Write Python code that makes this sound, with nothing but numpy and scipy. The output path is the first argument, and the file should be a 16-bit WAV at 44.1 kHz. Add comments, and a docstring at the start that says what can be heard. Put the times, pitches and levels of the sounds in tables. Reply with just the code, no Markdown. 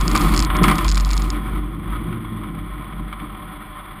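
"""A car stopping on gravel

A car rolls over loose gravel and slows to a stop, heard from a camera case fixed to its body.
The body booms and drones over the bumps, and while it shakes hard a loose part ticks.
Gravel crunches under the tyres and stones strike the car; both ring through the case.
An engine hums faintly underneath."""
import sys
import numpy as np
from scipy import signal
from scipy.fft import rfft, irfft, next_fast_len
from scipy.io import wavfile
from scipy.ndimage import map_coordinates

SR = 44100
rng = np.random.default_rng(int(sys.argv[2]) if len(sys.argv) > 2 else 0)


def log_audio(samples):
    """Write samples as a 16-bit WAV file to the path given in sys.argv[1]."""
    # one column per channel
    frames = np.atleast_2d(samples).T
    # limit to full scale, then quantise
    limited = np.clip(frames, -1, 1)
    pcm = np.round(limited * 32767).astype(np.int16)
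    wavfile.write(sys.argv[1], SR, pcm)


N = 176400

# How hard the car's body swings. Each row: time in seconds, level in dB.
BOOM_LEVEL = [(0.0, -15.5), (0.05, -16.5), (0.69, -21), (0.76, -32), (0.87, -13.5), (1.21, -16.5),
              (1.45, -26.5), (1.57, -20.5), (1.85, -35.5), (1.9, -21.5), (2.17, -38), (2.77, -30),
              (2.88, -37.5), (3.01, -26.5), (3.15, -34.5), (3.95, -46.5), (4.0, -57)]
# Wheels hitting bumps. Each row: start in seconds, strength in dB, seconds to fade by 60 dB.
BUMPS = [(.118, -29, 0.068), (0.612, -6, 0.095), (0.677, -10, 0.11), (.698, -17, 0.056), (2.07, -26, .2),
         (2.32, -26.5, 0.15), (2.796, -25.5, 0.071), (2.93, -25, 0.083), (3.208, -27, 0.42)]
BUMP_RISE_S = 0.0028


def amp(db):
    """Turn decibels into a number to multiply by."""
    return 10 ** (np.asarray(db) / 20)


def unit(x):
    """Scale x to an average power of 1."""
    return x / np.sqrt(np.mean(x ** 2) + 1e-20)


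def curve(rows):
    """Join (seconds, value) points with straight lines, one value per sample."""
    return np.interp(np.arange(N) / SR, *np.transpose(rows))


def wobble(rate):
    """A smooth curve through `rate` random points a second."""
    points = rng.standard_normal(int(N * rate / SR) + 4)
    return map_coordinates(points, [np.arange(N) * rate / SR])


def ring(x, tone):
    """Pass x through an object that favours some pitches. Each tone row: pitch in Hz, relative dB."""
    size = 16384
    hz, db = np.transpose(tone)
    pitches = np.fft.rfftfreq(size, 1 / SR)
    gain = amp(np.interp(np.log(pitches + 1), np.log(hz + 1), db))
    # These steps make the ringing come after each push, never before it.
    cepstrum = irfft(np.log(np.maximum(gain, 1e-6)))
    cepstrum[1:size // 2] *= 2
    cepstrum[size // 2 + 1:] = 0
    response = irfft(np.exp(rfft(cepstrum)))[:size // 2]
    return signal.fftconvolve(x, response / np.linalg.norm(response))[:N]


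def resonate(x, notes):
    """Let x set an object's own notes ringing; narrower notes last longer."""
    t = np.arange(SR // 2) / SR
    response = sum(amp(db) * np.sqrt(width) * np.exp(-np.pi * width * t) * np.sin(2 * np.pi * hz * t)
                   for hz, width, db in notes)
    return signal.fftconvolve(x, response / np.linalg.norm(response))[:N]


def grains(per_s=1300, spread_db=2, sand_share=0.53):
    """Pebbles of uneven size click at random over a hiss of fine sand."""
    clicks = (rng.random(N) < per_s / SR) * rng.choice([-1, 1], N)
    sizes = amp(spread_db * np.minimum(rng.standard_normal(N), 2))
    sand = np.sqrt(sand_share) * rng.standard_normal(N)
    return np.sqrt(1 - sand_share) * unit(clicks * sizes) + sand


def bursts(rows, rise_s):
    """The strength over time of quick pushes that die away, one per row."""
    power = np.zeros(N)
    for start, db, fade_s in rows:
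        t = np.maximum(np.arange(N) / SR - start, 0)
        power += (amp(db - 60 * t / fade_s) * (1 - np.exp(-t / rise_s))) ** 2
    return np.sqrt(power)


def engine():
    """The engine fires a little unevenly; its low hum dips, recovers and sinks away."""
    # Each row: time in seconds, firings per second, overall level in dB.
    revs = [(1.15, 61.5, -37), (1.624, 60.5, -30.5), (1.7, 52, -44), (1.781, 47, -29.5), (1.981, 55, -32),
            (2.098, 58.5, -30.5), (2.351, 54, -29), (2.55, 51, -32), (2.849, 49, -42)]
    # The tones in the hum. Each row: multiple of the firing rate, relative level in dB.
    overtones = [(2, -8.5), (3, -13), (4, -10), (5, -16), (6, -12.5)]
    firing_hz = curve([(s, hz) for s, hz, _ in revs]) * (1 + 0.0026 * wobble(26.8))
    level = amp(curve([(s, db) for s, _, db in revs]))
    phase = 2 * np.pi * np.cumsum(firing_hz) / SR
    hum = sum(amp(db + 2.9 * wobble(13)) * np.sin(multiple * phase + rng.uniform(0, 2 * np.pi))
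              for multiple, db in overtones)
    return np.sqrt(2) * level * hum


def ticks(shake):
    """A loose part taps its seat, and chatters faintly at the ends of the body's widest swings."""
    # Each row: start in seconds, strength in dB.
    hits = [(.012, -12.5), (0.08, -6), (0.115, -13.5), (.163, -6.5), (0.1765, -8), (0.211, -14),
            (0.216, -14.5), (0.3475, -17), (0.364, -8), (.377, -4.5), (.393, -6), (0.4028, -8),
            (0.4252, -9.5), (.449, -11), (.5676, -15), (.634, -12.5), (0.756, -17), (0.7833, -14),
            (0.846, -16), (.882, -10), (.890, -11), (0.8957, -14), (0.9017, -14), (0.9156, -9),
            (0.923, -14), (0.9464, -12.5), (0.9565, -13), (0.9781, -10), (1.0, -15), (1.009, -17),
            (1.049, -15), (1.0675, -29), (1.106, -15), (1.1122, -12), (1.133, -12), (1.1676, -20),
            (1.178, -10.5), (1.221, -15.5), (1.3034, -11.5)]
    # The part's bright tone. 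Each row: pitch in Hz, relative level in dB.
    tone = [(600, -63), (1500, -4), (3000, -6.5), (4200, 1), (5300, 2.5), (6000, -10), (6700, 1),
            (8000, -5), (9500, -16), (14000, -40)]
    fade_s, loose_above_db, chatter_per_s = 0.013, -18, 140
    taps, t = np.zeros(N + SR), np.arange(SR // 50) / SR
    for start, db in hits:
        contact = 0.094 * amp(-60 * t / fade_s) * rng.standard_normal(len(t))
        contact[0] = 1  # a sharp click leads the short scrape
        taps[round(start * SR):][:len(t)] += amp(db + 7) * contact
    looseness = np.clip((curve(BOOM_LEVEL) - loose_above_db) / 2, 0, 1)
    swung_far = np.abs(shake) > amp(loose_above_db)
    clicks = (rng.random(N) < chatter_per_s / SR) * amp(-17) * rng.uniform(-1.5, 1, N)
    return ring(taps[:N] + looseness * swung_far * clicks, tone)


def panels():
    """Rolling and bumps shake the car's panels into a drone."""
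    # The push from rolling. Each row: time in seconds, strength in dB.
    rolling = [(0, -22.5), (.13, -19.5), (.3, -20), (.51, -26), (.61, -17), (.7, -20.5), (.78, -23.5),
               (1.07, -31.5), (1.2, -26.5), (1.45, -29), (1.7, -30.5), (2.1, -29.5), (2.55, -31.5),
               (2.68, -36), (2.82, -35.5), (2.95, -32.5), (3.17, -40), (3.24, -33.5), (3.55, -40),
               (4, -42.5)]
    # The panels' broad tone. Each row: pitch in Hz, relative level in dB.
    tone = [(50, -41), (85, -23.5), (120, 3), (168, -2.5), (190, -2.5), (213, 3), (265, -10), (302, 3),
            (360, -3.5), (405, -21), (500, -15.5), (700, -70)]
    # Their ringing notes. Each row: pitch in Hz, width in Hz, relative level in dB.
    notes = [(168.3, 5.2, 5), (211.2, 7.1, 2), (297, 9.7, 0), (364, 7.1, -10)]
    force = np.hypot(amp(curve(rolling) + 0.91 * wobble(16)), bursts(BUMPS, BUMP_RISE_S))
    drone = ring(force * rng.standard_normal(N), tone)
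    ringing = resonate(force * rng.standard_normal(N), notes)
    return amp(-5) * drone + amp(-4.5) * ringing


def thuds():
    """Each bump gives the body one hard push, and its low notes ring briefly."""
    # Each row: pitch in Hz, relative level in dB.
    notes = [(125, -10), (170, 9.5), (215, 6), (310, -1), (620, -8)]
    fade_s = 0.049
    out, t = np.zeros(N + SR), np.arange(SR // 4) / SR
    dying = amp(-60 * t / fade_s) * (1 - np.exp(-t / BUMP_RISE_S))
    for start, db, _ in BUMPS:
        ringing = sum(amp(level) * np.sin(2 * np.pi * hz * t + rng.uniform(0, 2 * np.pi))
                      for hz, level in notes)
        out[round(start * SR):][:len(t)] += amp(db + 4) * dying * unit(ringing)
    return out[:N]


def boom():
    """The body swings at one low note; rough ground adds road rumble and sway on the springs."""
    # The body's note. Each row: time in seconds, pitch in Hz.
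    pitch = [(0.0, 46.5), (2.57, 48.98), (3.55, 46.94), (3.68, 44.8), (4.0, 43.6)]
    # How strong the sway and rumble are. Each row: time in seconds, relative level in dB.
    sway_level = [(0, -27), (.38, -20), (.7, -20.5), (.85, -44), (2, -45), (4, -46)]
    rumble_level = [(0.0, -60), (0.27, -26.5), (1.69, -37), (1.82, -32.5), (4.0, -60.5)]
    # Their tones. Each row: pitch in Hz, relative level in dB.
    sway_tone = [(14, -45), (26, -12), (37, 4.5), (44, -1), (60, -10), (120, -80)]
    rumble_tone = [(30, -53), (60, 22.5), (85, 19.5), (140, 10.5), (250, -79)]
    hz = curve(pitch) + 0.4 * wobble(12)
    swing = np.sqrt(2) * amp(curve(BOOM_LEVEL) - 0.5) * np.sin(2 * np.pi * np.cumsum(hz) / SR)
    sway = amp(curve(sway_level)) * ring(rng.standard_normal(N), sway_tone)
    rumble = amp(curve(rumble_level) - 2.5) * ring(rng.standard_normal(N), rumble_tone)
    return swing + sway + rumble


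def gravel():
    """Pebbles and stones ring the case. Grit sprays at speed, and hard strikes snap brightly."""
    # The crunch under the tyres. Each row: time in seconds, strength in dB.
    crunch_level = [(0.0, -28), (0.13, -26.5), (0.16, -22), (0.48, -29), (0.65, -18.5), (0.91, -32.5),
                    (1.25, -32), (1.59, -34.5), (1.76, -40.5), (1.88, -36.5), (1.92, -31), (2.14, -36.5),
                    (2.72, -38), (2.83, -35), (3.05, -38), (3.26, -35), (3.4, -36.5), (4.0, -36.5)]
    # Stones striking the car. Each row: start in seconds, strength in dB, seconds to fade by 60 dB.
    stone_hits = [(0.149, -16, 0.096), (0.232, -25, 0.052), (0.337, -16, 0.05), (0.5, -18, 0.065),
                  (0.55, -18.5, 0.087), (.637, -10.5, 0.097), (0.654, -20, 0.024), (0.681, -10.5, 0.061),
                  (.696, -15, 0.04), (0.711, -15.5, 0.082), (0.783, -18.5, 0.078), (0.847, -21.5, 0.068),
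                  (0.971, -16.5, 0.028), (2.126, -28.5, .04), (2.434, -31.5, 0.041), (2.841, -35, .05),
                  (2.924, -33.5, 0.066), (3.1258, -23.5, 0.052), (3.198, -29, 0.041), (3.348, -33.5, 0.042)]
    # Flying grit. Each row: time in seconds, level in dB compared with the gravel's push.
    spray_share = [(0, -3), (.45, 0), (.5, -49), (.6, -39), (.64, -11), (.9, -4.5), (1.28, -1), (1.38, -17),
                   (1.9, -24.5), (2.1, -36)]
    # The tones of the case and of the grit. Each row: pitch in Hz, relative level in dB.
    case_tone = [(250, -50), (420, -19), (520, -36.5), (605, -5), (660, -25), (760, -7), (880, -16.5),
                 (1050, 2), (1130, -4), (1240, -3), (1450, -8.5), (1620, -16.5), (1900, -15.5), (2280, -11),
                 (2570, -24), (3300, -17), (3900, -29.5), (5400, -47), (5900, -83), (7900, -54.5),
                 (8550, -22), (9300, -32.5), (9800, -23), (10400, -29.5), (10900, -18.5), (11450, -37),
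                 (12700, -22), (13100, -34), (14300, -23.5), (15400, -56)]
    spray_tone = [(300, -6.5), (520, -17), (800, -10.5), (1250, 4), (1600, -39), (2200, -7.5), (3300, -17),
                  (4500, -16), (6000, -26.5), (7500, -21.5), (10800, -19), (12000, -56), (13200, -18),
                  (15500, -28)]
    # The case's ringing notes. Each row: pitch in Hz, width in Hz, relative level in dB.
    case_notes = [(612, 11, -4.5), (761.6, 9.2, 2), (1061, 33, 8.5), (1274, 59, 8.5), (1435, 26, 0),
                  (1874, 230, 8), (2746, 74, -10.5), (3390, 83, 10)]
    rise_s, clack_band_hz, ring_top_hz = 0.001, [1110, 5800], 3160

    unevenness_db = wobble(19) + 1.4 * wobble(100)  # slow for clumps, fast for grit
    rolling = amp(curve(crunch_level) - 2.5 + unevenness_db)
    strikes = bursts(stone_hits, rise_s)
    crunch = rolling * grains()
    stones = strikes * grains()
    for start, db, _ in stone_hits:
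        stones[round((start + rise_s) * SR)] += amp(db + 2)  # the click of first contact
    clack_filter = signal.butter(1, clack_band_hz, "bandpass", fs=SR, output="sos")
    clacks = amp(3.5) * signal.sosfilt(clack_filter, stones)

    pebbles = np.hypot(rolling, strikes / 2) * grains()
    treble_cut = signal.butter(8, ring_top_hz, fs=SR, output="sos")
    ringing = amp(-5.5) * signal.sosfilt(treble_cut, resonate(pebbles, case_notes))

    grit = amp(curve(spray_share)) * np.hypot(rolling, strikes)
    snaps = amp(5) * strikes ** 2  # squaring favours the hardest strikes
    spray = (grit + snaps) * grains(per_s=900, spread_db=3, sand_share=0.65)
    return ring(crunch + clacks, case_tone) + ringing + ring(spray, spray_tone)


def scene():
    """The closed case brings the same sound to the left and right channels."""
    shake = boom()
    mix = engine() + ticks(shake) + panels() + thuds() + shake + gravel()
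    return np.tile(mix, (2, 1))


def record(dry):
    """The tallest peaks are gently rounded off, and the camera cuts the very highest treble."""
    peak_limit, top_hz = 0.95, 15600
    rounded = dry / (1 + np.abs(dry / peak_limit) ** 10) ** (1 / 10)
    size = next_fast_len(N + SR // 2)
    kept = np.fft.rfftfreq(size, 1 / SR) < top_hz
    return irfft(rfft(rounded, size) * kept, size)[:, :N]


dry = scene()
out = record(dry)
log_audio(out)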